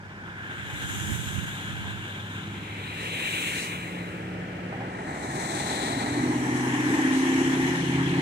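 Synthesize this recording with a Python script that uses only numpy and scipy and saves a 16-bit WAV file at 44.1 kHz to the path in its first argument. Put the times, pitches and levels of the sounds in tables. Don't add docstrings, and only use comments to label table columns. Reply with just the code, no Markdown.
import sys
import numpy as np
from scipy import signal
from scipy.fft import rfft, irfft
from scipy.io import wavfile
from scipy.ndimage import uniform_filter1d

SR = 44100
rng = np.random.default_rng(int(sys.argv[2]) if len(sys.argv) > 2 else 0)


def int16_out(signal):
    q = np.round(np.clip(np.atleast_2d(signal).T, -1, 1) * 32767)
    wavfile.write(sys.argv[1], SR, q.astype(np.int16))


N = 362432
TIME = np.arange(N) / SR


def gain_of(db):
    return 10 ** (np.asarray(db) / 20)


def evened(x):
    return x / np.sqrt(np.mean(x ** 2) + 1e-20)


def read(points, hz, axis=1):
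    table = np.transpose(points)
    return np.interp(np.log(hz + 1), np.log(table[0] + 1), table[axis])


def curves(rows, t=TIME):
    s, *columns = np.transpose(rows)
    return [np.interp(t, s, column) for column in columns]


def fade_in(t, s, length):
    return .5 + .5 * np.sin(np.pi * np.clip((t - s) / length, -.5, .5))


def drift(rate_hz):
    t = np.linspace(0, N / SR, 2048)
    hz = np.fft.rfftfreq(len(t), t[1])
    spectrum = rfft(rng.standard_normal(len(t))) * np.exp(-(hz / rate_hz) ** 2)
    return np.interp(TIME, t, evened(irfft(spectrum)))


def noise(colour):
    hz = np.fft.rfftfreq(N, 1 / SR)
    spectrum = rfft(rng.standard_normal(N)) * gain_of(read(colour, hz))
    return evened(irfft(spectrum, N))


def at_ports(x, lag_ms, side_db):
    left = np.interp(TIME - lag_ms / 1000, TIME, x)
    return np.array([gain_of(side_db) * left, x / gain_of(side_db)])


def passing(t, row, falloff):
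    s, db, rise, fall = row
    away = (t - s) / np.where(t < s, rise, fall)
    linger = (t > s) * gain_of(-16.5) ** 2
    return db + 10 * np.log10((1 + away ** 2) ** -falloff + linger)


DISTANCE_FALLOFF = [.6, 1.05, 2.5, 3]
# f/Hz, width/Hz, level/dB
PORT_RESONANCES = [(680, 43, -7), (1048, 42, 3.5), (1310, 72, 4.5), (2330, 44, 2), (2590, 140, -3),
                   (2930, 92, 0), (3300, 56, 1.5), (3700, 130, -1.5), (4030, 103, 4.5), (4380, 170, 2.5),
                   (5600, 200, -3.5), (6460, 240, 0.5), (7090, 104, -14.5), (7230, 150, 3), (8250, 180, 1),
                   (9570, 610, -3), (13900, 600, -1)]


def tyres(colour, swell, same, lag_ms, start=None, end=None, patchy_db=1., flicker_db=.5, glide=0):
    hz = np.fft.rfftfreq(512, 1 / SR)
    t = np.arange(N // 128 + 2) * 128 / SR
    a, b, c, d, patches = rng.standard_normal((5, len(t), len(hz)), dtype=np.float32)

    layers = np.zeros(4)
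    if swell:
        layers = [passing(t[:, None], row, falloff) for row, falloff in zip(swell, DISTANCE_FALLOFF)]
    roar, tread, sizzle, spray = layers
    edges_hz = [(1100, 1500), (2000, 3000), (4100, 5800)]
    to_tread, to_sizzle, to_spray = (np.interp(hz, edges, [0, 1]) for edges in edges_hz)
    db = roar + (tread - roar) * to_tread
    db = db + (sizzle - tread) * to_sizzle + (spray - sizzle) * to_spray

    stretch = np.exp(glide * np.clip(t - swell[-1][0], -1, 1))[:, None] if glide else 1
    db = db + read(colour, hz / stretch)
    db = db + sum(peak * np.exp(-((hz - f) / width) ** 2) for f, width, peak in PORT_RESONANCES)

    patches = uniform_filter1d(uniform_filter1d(patches, size=22, axis=0), size=5, axis=1)
    flicker = evened(uniform_filter1d(rng.standard_normal(len(t)), size=9))[:, None]
    db = db + patchy_db * evened(patches) + flicker_db * flicker

    size = gain_of(db) * (hz / 300) ** 3 / np.sqrt(1 + (hz / 300) ** 6)
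    share = fade_in(t, *start) if start else np.ones(len(t))
    if end:
        share = share * (1 - fade_in(t, *end))

    alike = np.clip(read(same, hz), 0, 1)
    late_ms = lag_ms * read([(750, 0.58), (1150, 0.96)], hz)
    right = a + 1j * b
    left = alike * right + np.sqrt(1 - alike ** 2) * (c + 1j * d)
    left = left * np.exp(-2j * np.pi * hz * late_ms / 1000)
    side = gain_of(read(colour, hz, axis=2))
    ports = np.array([left * side, right]) / np.sqrt(1 + side ** 2)
    return ports * size * np.sqrt(share)[:, None]


# f/Hz, density level/dB, left minus right level/dB
CAR_COLOUR = [(348, -72.5, 3), (560, -82, -2.5), (910, -75, 1.5), (1210, -81, -5), (1598, -62.5, 2.5),
              (1860, -72.5, -2.5), (3220, -74.5, 2.5), (3710, -77, 40), (4450, -98, -7), (5700, -87.5, 7),
              (6870, -79, 1), (9500, -90, 8), (10650, -86.5, -3), (14700, -100.5, 0)]
# peak t/s, level/dB re the colour, rise t/s, fall t/s
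CAR_SWELL = [(0.68, 1, 0.3, 2.8), (0.68, 1.1, 0.24, 1.05), (0.92, 3, .38, 2.17), (1.024, 6, 0.28, 0.54)]
# f/Hz, coherence 0-1
NEAR_SAME = [(300, 1), (1000, 0.8), (2500, 0.6), (4000, 0.61), (8000, 0), (15000, 0.5)]


def car_tyres(end):
    return tyres(CAR_COLOUR, CAR_SWELL, NEAR_SAME, lag_ms=.25, end=end, patchy_db=1.07, flicker_db=0.75)


# f/Hz, density level/dB, left minus right level/dB
PICKUP_COLOUR = [(367, -61, 1), (584, -70, 3.5), (1120, -68.5, -1), (1340, -75.5, 0), (2570, -61, 3),
                 (3280, -70, 2.5), (3944, -70.5, 4), (4500, -90, 7), (6100, -84, 2), (7600, -77.5, -1),
                 (9550, -82.5, -1), (10700, -82.5, 0), (12600, -93, 0), (14700, -89, -1)]
PICKUP_AWAY_COLOUR = [(357, -64.5, -0.5), (563, -69.5, 3), (830, -72.5, 3), (1060, -83, 0), (1590, -72, 1),
                      (2760, -78, -1), (3500, -88.5, 14.5), (4800, -101, 9), (6500, -100.5, 8),
                      (8230, -100, 9), (10200, -106.5, -1), (12600, -115, -1), (14800, -111, -8)]
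# peak t/s, level/dB re the colour, rise t/s, fall t/s
PICKUP_SWELL = [(3.4, -3.5, 0.32, 0.58), (3.45, 2.5, 0.35, 0.31), (3.36, 1.5, .48, 0.39),
                (3.437, 3.5, 0.38, 0.34)]
# f/Hz, coherence 0-1
FAR_SAME = [(300, 1), (800, 0.52), (1800, 0.53), (2800, 0.14), (8000, 0.14), (15000, 0.17)]


def pickup_tyres(start, past, end):
    near = tyres(PICKUP_COLOUR, PICKUP_SWELL, NEAR_SAME, lag_ms=0.487, start=start, end=past,
                 patchy_db=1.5, flicker_db=0.5)
    far = tyres(PICKUP_AWAY_COLOUR, None, FAR_SAME, lag_ms=0.53, start=past, end=end,
                patchy_db=0.0, flicker_db=-0.2)
    return near + far


# f/Hz, density level/dB, left minus right level/dB
TRUCK_SPLASH_COLOUR = [(354, -55, -1), (505, -70, 1), (713, -55, -2), (1320, -73, 5.5), (1910, -63, 1.5),
                       (2480, -72, 2), (2930, -77, 2), (3970, -68, 16), (4670, -81.5, 4), (6200, -77, 9),
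                       (8000, -73.5, 14), (11100, -86, 2), (12000, -96, 3), (14700, -99, 0)]
TRUCK_ROLL_COLOUR = [(300, -54.5, 4.5), (550, -75.5, -3), (870, -63, 0.5), (1300, -76, -5),
                     (1780, -59.5, 6.5), (2350, -70, -3.5), (3050, -73.5, 4.5), (3880, -83, 16),
                     (4780, -90.5, 9), (5600, -77, 3.5), (8300, -81.5, 7.5), (10900, -87, 2),
                     (12600, -100, 0), (15000, -103, 0)]
# peak t/s, level/dB re the colour, rise t/s, fall t/s
TRUCK_SPLASH_SWELL = [(6.44, 0.31, 0.73, 1), (6.1, 0.6, 1, 0.97), (5.75, 0.77, 0.38, .6),
                      (5.57, 1.4, 0.38, 0.81)]
TRUCK_ROLL_SWELL = [(7.1, 3.8, 0.55, 0.48), (6.864, 1.7, 0.33, 1.22), (7.31, 5, 0.92, 7.2),
                    (7.29, 1.7, 1.8, 1.02)]


def truck_tyres(start, turned):
    splash = tyres(TRUCK_SPLASH_COLOUR, TRUCK_SPLASH_SWELL, NEAR_SAME, lag_ms=0.506, start=start, end=turned,
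                   patchy_db=0.5, flicker_db=1.0, glide=0.02)
    roll = tyres(TRUCK_ROLL_COLOUR, TRUCK_ROLL_SWELL, FAR_SAME, lag_ms=0.28, start=turned,
                 patchy_db=1.5, flicker_db=0.42)
    return splash + roll


# centre t/s, length t/s
HANDOVERS = [(2.68, 1), (3.98, 1), (5.08, 1), (6.25, 1)]


def wet_road():
    pickup_in, pickup_past, truck_in, truck_turned = HANDOVERS
    frames = car_tyres(pickup_in) + pickup_tyres(pickup_in, pickup_past, truck_in)
    frames = frames + truck_tyres(truck_in, truck_turned)
    hiss = signal.istft(frames, nperseg=512, noverlap=384, time_axis=1, freq_axis=2)[1]
    return hiss[:, :N] * np.sqrt(3 * SR / 512)


def order(turns, multiple, db, unsteady, phase):
    angle = 2 * np.pi * multiple * turns + phase
    swing, slip = unsteady * drift(9), unsteady * drift(9)
    wave = (1 + swing) * np.cos(angle) + slip * np.sin(angle)
    return np.sqrt(2) * gain_of(db) * wave


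# t/s, f/Hz
TRUCK_SPEED = [(5.3, 13.5), (5.85, 14.16), (6.22, 15.73), (6.4, 15.89), (6.7, 15.96), (7, 16.29),
               (7.4, 16.55), (7.9, 16.76), (8.22, 17.17)]
# multiple, base level/dB before the truck turns, base level/dB after, unsteadiness 0-1
TRUCK_ORDERS = [(5, -61, -49, .2), (8, -33.5, -33, .1), (10, -48, -33.5, 0.05), (11, -44, -45, 0.05),
                (12, -51, -49, .28), (13, -51, -53, 0.2), (14, -48, -58, .28), (15, -43.5, -42.5, 1),
                (16, -31.5, -30, 0.2), (17, -56, -52, 0.7), (18, -32.5, -36, 0.22), (19, -31.5, -45, 0.22),
                (20, -40.5, -37, 0.66), (21, -42, -37, 0.25), (22, -39.5, -38.5, 0.49),
                (23, -53, -52, 0.46), (25, -54, -56, 0.4)]
# t/s, level/dB
TRUCK_LOAD = [(5.3, -21), (5.95, -11), (6.23, -1.7), (6.7, -3.5), (6.95, 1), (7.4, 0.5), (7.8, -3.5),
              (8.22, -0.5)]
# t/s, level/dB
TRUCK_BASS = [(5.3, -4), (5.85, -12.5), (6.22, -2.5), (6.8, -3), (7.2, -14), (7.6, -4), (8, 2), (8.22, 1.5)]
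# centre t/s, length t/s
TRUCK_TURN = (7.21, 0.42)


def truck_engine():
    rate, = curves(TRUCK_SPEED)
    load_db, = curves(TRUCK_LOAD)
    bass_db, = curves(TRUCK_BASS)
    turns, turned = np.cumsum(rate) / SR, fade_in(TIME, *TRUCK_TURN)
    away = np.arange(32) - 18
    scatter = (.3 + .2 * abs(away)) * rng.standard_normal(32)
    ring = scatter - .6 * np.arctan(away / 2.5)
    boom_hz, boom_width_hz, boom_peak_db = 263.3, 3.4, 5.5
    note = np.zeros(N)
    for multiple, before_db, after_db, unsteady in TRUCK_ORDERS:
        db = before_db + (after_db - before_db) * turned
        db = db + (bass_db if multiple <= 12 else load_db)
        boom_db = boom_peak_db * np.exp(-((multiple * rate - boom_hz) / boom_width_hz) ** 2)
        note += order(turns, multiple, db + boom_db, unsteady, ring[multiple])
    return note * fade_in(TIME, 5.66, 0.38)


# t/s, f/Hz
PICKUP_SPEED = [(0, 33.2), (0.8, 33.2), (1.4, 32.36), (1.9, 33.2), (3, 34.5), (3.35, 34.65), (4.6, 36.15),
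                (5.3, 37.6)]
# multiple, base level/dB approaching, base level/dB driving off, unsteadiness 0-1
PICKUP_ORDERS = [(3, -44.5, -48, 0.09), (5, -52, -39.5, 0.1), (6, -49.5, -65, 0.22), (9, -64, -50.5, 0.5)]
# t/s, level/dB
PICKUP_HUM = [(0, -5.5), (.8, -4), (1.4, 2), (2, -0.5), (2.8, 2), (3.58, -8), (3.85, 0.5), (4.65, -1),
              (5.1, -5)]
# centre t/s, length t/s
PICKUP_TURN = (3.09, 0.68)


def pickup_engine():
    rate, = curves(PICKUP_SPEED)
    hum_db, = curves(PICKUP_HUM)
    turns, gone = np.cumsum(rate) / SR, fade_in(TIME, *PICKUP_TURN)
    hum = np.zeros(N)
    for multiple, front_db, rear_db, unsteady in PICKUP_ORDERS:
        db = hum_db + front_db + (rear_db - front_db) * gone
        hum += order(turns, multiple, db, unsteady, 2 * np.pi * rng.random())
    return hum * (1 - fade_in(TIME, 5.1, .7))


# centre t/s, length t/s, level/dB
PUDDLES = [(3.043, 0.044, -49), (3.606, .06, -39.5), (6.59, 0.064, -48), (7.176, 0.05, -42)]
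# f/Hz, level/dB
PUDDLE_COLOUR = [(1500, -30), (3000, -9), (4100, 12), (4900, 2.5), (5800, 7), (8000, 9), (11000, -1),
                 (15000, -22)]


def puddles():
    power = sum(gain_of(db) ** 2 * np.exp(-((TIME - s) / length) ** 2) for s, length, db in PUDDLES)
    return np.sqrt(power) * np.array([noise(PUDDLE_COLOUR), noise(PUDDLE_COLOUR)])


# onset t/s, level/dB before the attack and decay
KNOCKS = [(4.72, -32), (4.801, -32.5)]
# f/Hz, level/dB
KNOCK_COLOUR = [(60, -28.5), (200, -10), (450, 1), (800, 6), (1300, -8), (1900, -3), (3500, -22),
                (8000, -52)]


def rail_knocks():
    rise, decay = .006, 0.03
    blows = np.zeros(N)
    for s, db in KNOCKS:
        age = np.maximum(TIME - s, 0)
        blows += gain_of(db) * (1 - np.exp(-age / rise)) * np.exp(-age / decay)
    return blows * noise(KNOCK_COLOUR)


# centre t/s, length t/s, left level/dB, right level/dB
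BUFFETS = [(1.104, 0.29, -44, -32), (1.109, 0.026, -38, -24.5), (1.395, 0.056, -51, -27.5),
           (1.837, 0.11, -40, -34.5)]
# f/Hz, level/dB
WIND_COLOUR = [(15, -34), (40, -17), (75, 1), (120, 4.5), (200, -6.5), (320, -15), (600, -42), (2000, -80)]


def wind():
    power = gain_of(-59.0) ** 2
    for s, length, left_db, right_db in BUFFETS:
        power = power + gain_of([[left_db], [right_db]]) ** 2 * np.exp(-((TIME - s) / length) ** 2)
    return np.sqrt(power) * np.array([noise(WIND_COLOUR), noise(WIND_COLOUR)])


# f/Hz, level/dB
RUMBLE_COLOUR = [(15, -96), (30, -96), (45, -83), (65, -69.5), (85, -64.5), (140, -59), (210, -65),
                 (310, -66), (400, -74), (520, -103), (900, -130)]
# t/s, relative level/dB
RUMBLE_SWELL = [(0, -5), (.5, -2), (1, -1), (2, 0), (2.6, 1.5), (3.3, -1), (4.3, 2.5), (5, 3.5), (5.7, 6.5),
                (6.1, 6), (7, -3), (8.22, 6)]


def rumble(level_db=-43.0, apart_db=-27.0):
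    swell_db, = curves(RUMBLE_SWELL)
    common = noise(RUMBLE_COLOUR)
    side = gain_of(apart_db) * noise(RUMBLE_COLOUR)
    return gain_of(level_db + swell_db) * np.array([common + side, common - side])


# f/Hz, level/dB
WASH_COLOUR = [(20, -19), (40, 2), (90, 3.5), (300, -12), (750, -0.5), (1150, -21), (1500, -4), (2200, -34),
               (5000, -17.5), (8000, -27), (12000, -40), (15000, -42)]


def wash(level_db=-52.5):
    return gain_of(level_db) * np.array([noise(WASH_COLOUR), noise(WASH_COLOUR)])


def scene():
    engines = at_ports(truck_engine(), lag_ms=0.17, side_db=-0.1)
    engines = engines + at_ports(pickup_engine(), lag_ms=0.2, side_db=-0.2)
    knocks = at_ports(rail_knocks(), lag_ms=0.2, side_db=-1.0)
    return wet_road() + engines + puddles() + knocks + wind() + rumble() + wash()


def record(dry):
    low_pass = signal.firwin(511, 15750, window=("kaiser", 9), fs=SR)
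    return signal.oaconvolve(dry, low_pass[None], "same")


dry = scene()
out = record(dry)
int16_out(out)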